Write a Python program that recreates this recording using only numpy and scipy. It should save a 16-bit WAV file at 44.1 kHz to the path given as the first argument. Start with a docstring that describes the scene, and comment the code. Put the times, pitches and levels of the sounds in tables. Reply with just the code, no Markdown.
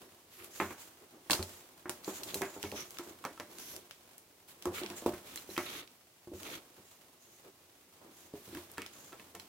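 """At a table in a small quiet room, hands stitch a leather flap to a crocheted bag, heard close up.
The bag drags and rustles, palms press on it, cord hisses through the holes and fingers rub the hide.
Leather and cord snap over edges, and bumps set the table ringing and the hollow bag humming.
The steel needle clinks, creaks as it jerks free of the hide and squeaks as the cord slips off it."""
import sys
import numpy as np
from scipy import signal
from scipy.fft import rfft, irfft
from scipy.io import wavfile
from scipy.ndimage import uniform_filter1d

SR = 44100
rng = np.random.default_rng(int(sys.argv[2]) if len(sys.argv) > 2 else 0)


def int16_out(signal):
    """Quantize to a 16-bit WAV file."""
    q = np.round(np.clip(np.atleast_2d(signal).T, -1, 1) * 32767)
    wavfile.write(sys.argv[1], SR, q.astype(np.int16))


N = 418068
EVENT_SAMPLES = SR // 2  # room for one blow or stroke
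AGE = np.arange(EVENT_SAMPLES) / SR  # seconds since it began
ROOM_T60_S = 0.26  # a t60 is the time a sound takes to fall by 60 dB

# hands and bag bumping the table: t/s, level/dB, hardness/dB, weight/dB, hum f/Hz, hum against bump/dB
BUMPS = [(0.6011, -25.5, 11, -25, 358, -9.5), (0.62, -32, 5, -1, 393, -8.5),
         (0.707, -42.5, 11, -5, 366, -21), (1.2992, -28.5, 4.5, -19, 270, -14),
         (1.332, -31.5, 11, -13, 404, -29), (1.393, -33.5, 0, 4, 384, -9),
         (1.857, -39.5, 5, -11, 358, -5.5), (1.895, -37.5, 5.5, -7, 357, -7.5),
         (2.0783, -33, 1.5, -18, 386, -9), (2.338, -41, -1, -9, 394, -9), (2.356, -37, -1, -4, 394, -9),
         (2.411, -35, -2.5, -10, 286, -13), (2.419, -32, 9, -18, 388, -5), (2.433, -46, 15, -24, 380, -9),
         (2.564, -42.5, 0, -8, 400, -7.5), (2.638, -37.5, -1.5, -2, 402, -10),
         (2.724, -39, -2, -15, 411, -8), (2.995, -41.5, 4.5, -13, 348, -1.5),
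         (3.251, -37, 5, -13, 517, -13.5), (3.399, -39.5, 5.5, -9, 452, -23),
         (4.656, -31.5, 1.5, -28, 354, -4.5), (4.67, -37.5, 1, -1, 358, -3),
         (4.816, -41.5, -1, -18, 361.4, -1), (4.835, -42, -2.5, -12, 386, -14),
         (4.9038, -44.5, 4, -7, 351, -4), (5.0226, -40.5, 0.5, -11, 295, -23),
         (5.0616, -22, -1, -13, 352, -8.5), (5.135, -41.5, 10, 7, 355, -6), (5.491, -44, -3.5, -6, 348, -7),
         (5.5785, -28.5, 8.5, -11.5, 358, -10), (6.273, -44.5, -1, 5.5, 349, -3),
         (6.317, -45, -4.5, -17, 333, -2), (6.334, -42, -6, 1, 367, -6.5), (6.778, -57, -3, -3, 362, -5),
         (8.338, -37.5, -4, -4.5, 412, -7.5), (8.478, -50, -4, -2, 361, -4.5),
         (8.528, -49.5, -10, -16, 327, 2.5), (8.551, -43.5, 4, 2.5, 298, -3),
         (8.571, -42.5, 7, 2.5, 352, -5), (8.781, -43.5, -7.5, -12, 252, -13),
         (9.347, -51, 0, -7, 346, -13)]
# strokes over the leather: start/s, end/s, level/dB, treble/dB
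RUBS = [(0.387, 0.45, -57.5, -8), (0.689, 0.728, -59, -11), (2.096, 2.203, -62, 5), (2.278, 2.316, -50, 6),
        (2.754, 2.828, -49, -1), (3.56, 3.833, -67, 6), (4.739, 4.759, -43, 1), (4.764, 4.804, -43.5, -6),
        (4.815, 4.868, -53, -2), (5.237, 5.38, -60, 1), (5.631, 5.828, -49.5, 1.5), (6.438, 6.58, -50, 0.5),
        (8.514, 8.62, -61.5, 7), (8.782, 8.856, -55.5, -12)]
# the notes (modes) at which the table top rings: f/Hz, level/dB, t60/s
TABLE_MODES = [(90.3, -5.5, 0.26), (162, -16, 0.23), (200.2, -5.5, 0.23), (326.5, 0.5, 0.049),
               (505, -1.5, 0.036), (597, -11.5, 0.33), (689, -14.5, 0.25), (824, -8.5, 0.063),
               (887, -14.5, 0.21), (976, -10, 0.1), (1053, -12.5, 0.12), (1112, -11, 0.13),
               (1290, -6.5, 0.044), (1735, -29, 0.14), (2170, -11.5, 0.11)]
# stereo width, left and right agree only in the bass: f/Hz, side against middle/dB
STEREO_WIDTH = [(30, -24), (90, -21.5), (300, -16), (700, -6), (1400, -2), (2800, -0.5), (6000, -0.5),
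                (11000, 0.5)]


def undb(db):
    """Turn decibels into a factor to multiply by."""
    return 10 ** (np.asarray(db) / 20)


def unit(x):
    """Scale a signal to an average (rms) level of 1."""
    return x / np.sqrt(np.mean(x ** 2))


def colour(x, points, size=4096):
    """Make some pitches louder and others softer, along a curve of (f/Hz, level/dB) points."""
    hz, db = np.transpose(points)
    grid_hz = np.maximum(np.fft.rfftfreq(size, 1 / SR), 1)
    gains = undb(np.interp(np.log(grid_hz), np.log(hz), db))
    # fold the cepstrum so that the filter never sounds ahead of its input
    cepstrum = irfft(np.log(gains))
    cepstrum[1:size // 2] *= 2
    cepstrum[size // 2 + 1:] = 0
    response = irfft(np.exp(rfft(cepstrum)))
    return signal.fftconvolve(np.atleast_2d(x), response[None], axes=1)[:, :x.shape[-1]]


def spread(pair):
    """Two unrelated signals become left and right, wider towards the treble."""
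    side = colour(pair[1], STEREO_WIDTH)[0]
    return np.array([pair[0] + side, pair[0] - side])


def fade(t60):
    """Die away smoothly, 60 dB down after t60 seconds."""
    return np.exp(-np.log(1000) * AGE / t60)


def scatter(t60, side_db=0):
    """Dying noise with energy 1: a click when short, a cloud of echoes when long."""
    pair = rng.standard_normal((2, EVENT_SAMPLES)) * undb([[0], [side_db]])
    cloud = spread(pair) * fade(t60)
    return cloud / np.sqrt(np.sum(cloud ** 2) / 2)


def ring(modes, vary_db):
    """An object's dying notes, with energy 1; a random striking spot varies their levels."""
    tone = sum(undb(db + vary_db * rng.standard_normal()) * np.sin(2 * np.pi * hz * AGE) * fade(t60)
               for hz, db, t60 in modes)
    return tone / np.sqrt(np.sum(tone ** 2))


def excite(force, tone):
    """Every little push in the force starts the tone anew."""
    return signal.fftconvolve(force, tone[None], axes=1)[:, :force.shape[1]]


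def wander(size, per_s):
    """Glide to a new random value per_s times a second."""
    hold = int(SR / per_s)
    steps = np.repeat(rng.standard_normal(size // hold + 1), hold)
    return uniform_filter1d(steps, hold)[:size]


def slips(size, per_s, size_db, grip_db, smear_db, grain_s=0.0029, smear_s=0.018):
    """Stick and slip: tiny uneven bursts, in flurries as the grip changes, smeared by nearby surfaces."""
    sizes = undb(size_db * np.minimum(rng.exponential(size=size), 5))
    slipping = rng.random(size) < per_s / SR
    grip = undb(grip_db * wander(size, per_s=55))
    energy = slipping * (sizes * grip) ** 2
    decays = np.exp(-1 / (SR * np.array([grain_s, smear_s])))
    grain, smear = (signal.lfilter([1 - decay], [1, -decay], energy) for decay in decays)
    loudness = np.sqrt(grain + undb(smear_db) ** 2 * smear + 1e-12)
    return loudness * spread(rng.standard_normal((2, size)))


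def add_blow(out, t, blow, db, window=90):
    """Place a blow at t seconds; its loudest stretch of window samples gets the level db."""
    loudest = np.sqrt(uniform_filter1d(np.mean(blow ** 2, axis=0), window).max())
    first = max(int(t * SR), 0)
    out[:, first:first + EVENT_SAMPLES] += (blow * undb(db) / loudest)[:, :N - first]


def add_stroke(out, start, end, sound, db, swell_db, rise_s, fall_s):
    """Place one hand movement: it gathers speed, swells to its middle and dies away after the end."""
    elapsed, length = AGE - rise_s / 2, end - start
    progress = np.clip(elapsed / length, 0, 1)
    swell = undb(swell_db * (np.sin(np.pi * progress) - 2 / np.pi))
    rise = np.minimum(AGE / rise_s, 1)
    fall = np.exp(-np.maximum(elapsed - length, 0) / fall_s)
    stroke = unit(sound) * swell * rise * fall * undb(db)
    first = max(int((start - rise_s / 2) * SR), 0)
    out[:, first:first + EVENT_SAMPLES] += stroke[:, :N - first]


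def room_air(level_db=-65.5):
    """The steady hush of the room and the hiss of the microphone."""
    # tone of the hush: f/Hz, level/dB
    air_colour = [(25, -27), (90, -7), (140, -6), (360, -14), (650, -8), (1300, -32), (2000, -14),
                  (3500, -16.5), (6000, -16), (10000, -19), (16000, -17.5)]
    noise = spread(rng.standard_normal((2, N)))
    return undb(level_db) * unit(colour(noise, air_colour))


def leaning(ease_s=0.069):
    """Rises towards 1 while a stroke over the leather leans on the bag, and is 0 otherwise."""
    t = np.arange(N) / SR
    pressed = np.any([(t > start) & (t < end) for start, end, *_ in RUBS], axis=0)
    return uniform_filter1d(pressed.astype(float), int(ease_s * SR))


def settling(against_bump_db=-20, decay_s=0.033):
    """A gain that jumps with every bump and dies away as the stitches come to rest."""
    jolts = np.zeros(N)
    for t, db, *_ in BUMPS:
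        jolts[int(t * SR)] += undb(db + against_bump_db)
    return signal.lfilter([1], [1, -np.exp(-1 / (decay_s * SR))], jolts)


def bag_sliding(drag_db=-5, lean_db=5):
    """Worked by the hands, the bag shudders on the table, which rings along, and its wool crackles."""
    # how hard the hands work, swelling with each stitch: t/s, level/dB
    effort = [(0.0, -60), (0.34, -65.5), (0.61, -57.5), (1.11, -64.5), (1.4, -56.5), (1.87, -62),
              (2.21, -53), (4.43, -66), (4.86, -53.5), (5.36, -58.5), (5.68, -58.5), (5.86, -64),
              (6.31, -69), (6.42, -58.5), (6.97, -65), (7.76, -65.5), (9.0, -57.5), (9.48, -60.5)]
    # notes of the air in the resting bag: f/Hz, level/dB, t60/s
    bag_modes = [(358, 6.5, 0.21), (386, 5.5, 0.24)]
    # tone of the bag dragging: f/Hz, level/dB
    drag_colour = [(30, -35), (60, -16.5), (88, 0), (125, -14.5), (240, -4), (350, -12), (400, 2.5),
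                   (480, -5.5), (800, -16), (1100, -19.5), (2400, -30.5)]
    # tone of the wool rustling: f/Hz, level/dB
    rustle_colour = [(300, 5.5), (700, 12), (1400, 8), (2000, 4.5), (3200, 4.5), (5000, 1.5), (8000, 1),
                     (15000, -0.5)]
    effort_db = np.interp(np.arange(N) / SR, *np.transpose(effort))
    shudder = slips(N, per_s=180, size_db=1.0, grip_db=0.5, smear_db=-0.5)
    ringing = excite(shudder, ring(TABLE_MODES + bag_modes, vary_db=4.5))
    drag = unit(colour(shudder, drag_colour)) + unit(ringing)
    drag_gain = undb(effort_db + drag_db + lean_db * leaning())
    crackle = slips(N, per_s=900, size_db=3.8, grip_db=1.8, smear_db=2)
    rustle = colour(crackle, rustle_colour)
    rustle_gain = np.hypot(undb(effort_db), settling())
    return unit(drag) * drag_gain + unit(rustle) * rustle_gain


def palm_presses(hollow_db=11, width_ratio=1.235):
    """A soft hand spreads over the stitches, which slip one by one and murmur in the hollow bag."""
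    # palm and sleeve pressing on the crochet: start/s, end/s, level/dB, hollow f/Hz
    presses = [(0.008, 0.05, -57, 373), (0.38, 0.525, -62.5, 365), (1.01, 1.041, -55, 360),
               (1.113, 1.195, -60.5, 345), (2.19, 2.27, -51, 350), (3.055, 3.123, -54, 355),
               (3.486, 3.613, -59, 344), (3.733, 3.78, -54, 358), (4.701, 4.748, -49.5, 370),
               (5.691, 5.84, -57, 320), (6.421, 6.585, -54, 322), (7.436, 7.5, -58.5, 405),
               (8.005, 8.097, -58, 300), (9.119, 9.156, -54.5, 358)]
    # dull tone of pressed stitches: f/Hz, level/dB
    press_colour = [(50, -15), (220, -1), (500, 0), (1100, -9.5), (8000, -44)]
    out = np.zeros((2, N))
    for start, end, db, hz in presses:
        grain = slips(EVENT_SAMPLES, per_s=420, size_db=1.5, grip_db=1.0, smear_db=-2.5)
        stitches = colour(grain, press_colour)
        murmur = colour(stitches, [(hz / width_ratio, 0), (hz, hollow_db), (hz * width_ratio, 0)])
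        add_stroke(out, start, end, murmur, db, swell_db=2, rise_s=0.016, fall_s=0.021)
    return out


def cord_pulls(width_ratio=1.27, octave_db=3):
    """Fibres hiss as they slide; their even twist adds a narrow zip and a faint octave above it."""
    # cord and wool sliding: start/s, end/s, level/dB, zip f/Hz, zip boost/dB
    pulls = [(0.318, 0.475, -58, 5900, -2), (0.506, 0.733, -53.5, 6750, 8.5), (0.78, 0.875, -55, 7260, 6),
             (1.46, 1.608, -56.5, 7320, 6), (2.058, 2.184, -49.5, 6900, 11), (2.257, 2.403, -50, 6700, 8),
             (2.423, 2.566, -59.5, 7000, 30), (2.614, 2.76, -52, 5900, 8), (2.76, 2.816, -44.5, 5870, 17.5),
             (2.846, 3.1, -59.5, 6850, 9), (3.49, 3.58, -59, 6470, 3), (3.581, 3.76, -51, 5950, 10),
             (3.628, 3.762, -56, 11700, 9), (4.483, 4.494, -47, 5900, -3), (4.736, 4.81, -46, 7300, 3.5),
             (4.96, 4.996, -49, 7300, 12), (5.248, 5.428, -55.5, 6700, 3.5), (5.48, 5.801, -51, 6050, 6),
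             (6.351, 6.43, -57, 6860, 9), (6.439, 6.555, -50, 6200, 7), (6.847, 6.97, -63.5, 6900, 10),
             (7.203, 7.39, -65, 6600, 12), (8.123, 8.27, -62.5, 6660, 8), (8.353, 8.634, -58, 7200, 0),
             (8.923, 9.115, -59.5, 6670, 15)]
    # tone of the hissing cord: f/Hz, level/dB
    cord_colour = [(1000, 4.6), (3000, 5.6), (5000, 4.1), (7000, 3.5), (9000, 2.7), (11500, 4.6),
                   (13500, 2.8), (16000, 1)]
    out = np.zeros((2, N))
    for start, end, db, zip_hz, zip_db in pulls:
        grain = slips(EVENT_SAMPLES, per_s=1800, size_db=3.5, grip_db=2.5, smear_db=2)
        hiss = colour(grain, cord_colour)
        for hz, boost_db in ((zip_hz, zip_db), (2 * zip_hz, octave_db)):
            hiss = colour(hiss, [(hz / width_ratio, 0), (hz, boost_db), (hz * width_ratio, 0)])
        add_stroke(out, start, end, hiss, db, swell_db=1, rise_s=0.031, fall_s=0.022)
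    return out


def leather_rubs():
    """Fingers and cord rasp over the hide in quick little slips; a soft fingertip gives less treble."""
    # tone of rubbed leather: f/Hz, level/dB
    leather_colour = [(200, -1), (400, 6), (800, -12.5), (1270, 6), (1600, -2), (2250, 4), (2900, 0.5),
                      (3450, 3), (4300, -2), (5100, -11), (5900, -24), (7500, -16), (14000, -32)]
    out = np.zeros((2, N))
    for start, end, db, treble_db in RUBS:
        grain = slips(EVENT_SAMPLES, per_s=750, size_db=2.3, grip_db=1.7, smear_db=-6, grain_s=0.0016)
        rasp = colour(grain, leather_colour)
        rasp = colour(rasp, [(2300, 0), (4000, treble_db)])
        add_stroke(out, start, end, rasp, db, swell_db=3, rise_s=0.025, fall_s=0.017)
    return out


def edge_snaps(near_db=-5, room_db=-9, extra_treble_db=1):
    """A fold or a strand lets go within a few milliseconds: a dry, grainy tick with no pitch."""
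    # leather and cord snapping over an edge: t/s, level/dB, treble/dB
    snaps = [(0.445, -40.5, 16), (0.6, -37, -34), (1.895, -27.5, 10.5), (2.4182, -32, 9), (2.629, -32, -2),
             (2.717, -37.5, 0), (2.9068, -40, 17), (2.971, -43.5, -11), (2.9854, -35, 2), (3.2508, -37, 4),
             (3.399, -37, 0), (3.585, -39, 12), (3.764, -36.5, 9), (3.91, -40, -3), (4.1808, -43, 18),
             (4.624, -40.5, 3), (4.6554, -35.5, 7), (4.8347, -37.5, -11), (4.862, -36.5, -8),
             (4.9013, -39, -4), (5.359, -33.5, 11), (5.375, -37.5, -3), (5.5785, -30.5, -1),
             (5.876, -49.5, -5), (6.432, -39, 4), (8.549, -41, 10), (8.7157, -44, 29), (8.7808, -42.5, 6),
             (8.819, -42, 10), (8.863, -38.5, -3), (9.1974, -53, -21), (9.3505, -41.5, 7), (9.398, -41, 0)]
    # tone of a snap: f/Hz, level/dB
    snap_colour = [(300, -12), (1200, -3), (2600, 3), (4500, 0), (5700, 0), (7000, -3.5), (10000, -7.5),
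                   (16000, -10.5)]
    out = np.zeros((2, N))
    for t, db, treble_db in snaps:
        release = scatter(0.009)
        echoes = undb(near_db) * scatter(0.23) + undb(room_db) * scatter(ROOM_T60_S)
        tick = colour(release + echoes, snap_colour)
        tick = colour(tick, [(3500, 0), (10000, treble_db + extra_treble_db)])
        add_blow(out, t, tick, db)
    return out


def table_bumps(modes_db=-3, near_db=-2, room_db=-6, extra_bass_db=2):
    """Each push rings the table top and sets the hollow bag humming; the soft bag bounces once."""
    # tone of a knock on the table: f/Hz, level/dB
    bump_colour = [(30, -18), (60, -15), (88, 0), (125, -3), (340, 3), (520, -4), (1100, -7), (2200, -10),
                   (3400, -16), (12000, -33)]
    touch_rise_s, touch_db = 0.0036, -55.5  # a touch this light builds up this slowly, louder ones faster
    bounce_s, bounce_db, bounce_spread = 0.0105, -7.5, 0.2024
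    hum_rise_s, hum_t60_s = 0.0022, 0.18
    hum_shape = (1 - np.exp(-AGE / hum_rise_s)) * fade(hum_t60_s)
    out = np.zeros((2, N))
    for t, db, hardness_db, weight_db, hum_hz, hum_db in BUMPS:
        contact = 0.45 * (AGE == 0) + 0.55 * scatter(0.025, side_db=-10)
        echoes = undb(near_db) * scatter(0.24, side_db=-35) + undb(room_db) * scatter(ROOM_T60_S)
        knock = colour(contact + echoes, bump_colour)
        knock /= np.sqrt(np.sum(knock ** 2) / 2)
        blow = knock + undb(modes_db) * ring(TABLE_MODES, vary_db=1.5)
        blow = colour(blow, [(90, weight_db + extra_bass_db), (300, 0), (450, 0), (1000, hardness_db / 2)])
        # a softer contact lasts longer, so it loses more treble
        cutoff_hz = np.clip(1150 * undb(hardness_db), 300, 2600)
        blow = signal.sosfilt(signal.butter(4, cutoff_hz, fs=SR, output="sos"), blow)
        rise_s = touch_rise_s * undb(touch_db - db) ** 2
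        blow *= 1 - np.exp(-AGE / rise_s)
        add_blow(out, t, blow, db, window=180)
        delay_s = bounce_s * np.exp(bounce_spread * rng.standard_normal())
        add_blow(out, t + delay_s, blow, db + bounce_db, window=180)
        hum = np.sin(2 * np.pi * hum_hz * AGE) * hum_shape
        add_blow(out, t, hum[None], db + hum_db, window=180)
    return out


def needle_clinks(tip_db=-3, modes_db=-2, near_db=-4, room_db=-9, extra_treble_db=3):
    """The steel needle strikes and rings; the fingers quiet it within a few hundredths of a second."""
    # the needle's strikes: t/s, level/dB, treble/dB
    clinks = [(1.298, -33, 1), (1.3077, -23, -4), (1.3088, -20, -0.5), (1.316, -23, -2), (1.331, -26, -6),
              (1.3325, -22, -7), (1.336, -39, 5), (1.351, -33, -4), (1.4274, -31.5, -1),
              (2.0454, -40, -4.5), (2.234, -33.5, 1), (2.3436, -27, 4.5)]
    # notes of the needle held in the fingers: f/Hz, level/dB, t60/s
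    needle_modes = [(2760, -4, 0.035), (3330, 4, 0.013), (4000, -1, 0.017), (4100, 7.5, 0.029),
                    (4420, 7.5, 0.011), (5560, -13, 0.016), (6200, -2, 0.016), (7540, -4, 0.0066)]
    # tone of the strike: f/Hz, level/dB
    clink_colour = [(300, 3.5), (1400, -5), (3000, 2), (4200, 5.5), (6200, 5), (8000, 4), (11000, 1.5),
                    (16000, -2)]
    out = np.zeros((2, N))
    for t, db, treble_db in clinks:
        crack = undb(tip_db) * scatter(0.0019) + scatter(0.088)
        echoes = undb(near_db) * scatter(0.36) + undb(room_db) * scatter(ROOM_T60_S)
        steel = excite(scatter(0.002, side_db=-3), ring(needle_modes, vary_db=2))
        clink = unit(colour(crack + echoes, clink_colour)) + undb(modes_db) * unit(steel)
        clink = colour(clink, [(4500, 0), (10000, treble_db + extra_treble_db)])
        add_blow(out, t, clink, db)
    return out


def needle_catches(modes_db=-8, near_db=-5):
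    """The needle sticks in the hide and jerks free: a short creak that rings the stiff flap."""
    # the needle catching: t/s, level/dB, strongest f/Hz
    catches = [(2.639, -40, 1830), (2.652, -45, 2210), (2.987, -44.5, 1290), (3.2405, -39, 1110),
               (3.2505, -36.5, 1050), (3.262, -38.5, 1050), (3.377, -46, 1300), (3.398, -50, 1500),
               (3.405, -41.5, 1420), (5.5654, -37, 2000), (5.5785, -33, 1250), (8.55, -46, 1700),
               (8.571, -42, 1610), (8.7745, -46.5, 2020), (8.781, -35, 1770), (8.819, -40, 2400),
               (9.123, -50.5, 1600), (9.129, -46, 1600), (9.197, -49.5, 2000), (9.352, -47, 1930)]
    # notes of the leather flap: f/Hz, level/dB, t60/s
    flap_modes = [(942, 3, 0.077), (1090, 13.5, 0.021), (1330, 5.5, 0.075), (1770, 1, 0.057),
                  (2215, 0, 0.16), (2620, 6.5, 0.043), (3210, 6, 0.05)]
    out = np.zeros((2, N))
    for t, db, hz in catches:
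        jerk = scatter(0.0066, side_db=-14) + undb(near_db) * scatter(0.22, side_db=-20)
        flap = unit(jerk) + undb(modes_db) * unit(ring(flap_modes, vary_db=3.5))
        peak = [(hz / 4, -20), (hz / 1.39, -9), (hz, 0), (hz * 1.34, -6), (hz * 3, -18), (16000, -28)]
        add_blow(out, t, colour(flap, peak), db)
    return out


def needle_pings(note_hz=4090, t60_s=0.045):
    """The taut cord slips off the loosely held needle, which squeaks on one thin note."""
    # the cord slipping off: t/s, level/dB
    pings = [(5.375, -47.5), (5.5, -52), (9.398, -50)]
    note = np.sin(2 * np.pi * note_hz * AGE) * fade(t60_s)
    out = np.zeros((2, N))
    for t, db in pings:
        slip = scatter(0.019, side_db=-10)
        add_blow(out, t, excite(slip, note), db)
    return out


def scene(gain_db=0.08):
    """Add up all the sounds; the work lies a little to the right, which shows most in the treble."""
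    left, right = (table_bumps() + palm_presses() + needle_clinks() + needle_pings() + needle_catches()
                   + edge_snaps() + leather_rubs() + cord_pulls() + bag_sliding())
    right = colour(right, [(250, 0.51), (1500, 1.5)])[0]
    return undb(gain_db) * np.vstack([left, right]) + room_air()


def record(dry, bottom_hz=52, top_hz=15900):
    """Cut away the deepest rumble and the highest treble."""
    low_cut = signal.butter(2, bottom_hz, "high", fs=SR, output="sos")
    high_cut = signal.ellip(10, 0.2, 70, top_hz, fs=SR, output="sos")
    return signal.sosfilt(high_cut, signal.sosfilt(low_cut, dry))


dry = scene()
out = record(dry)
int16_out(out)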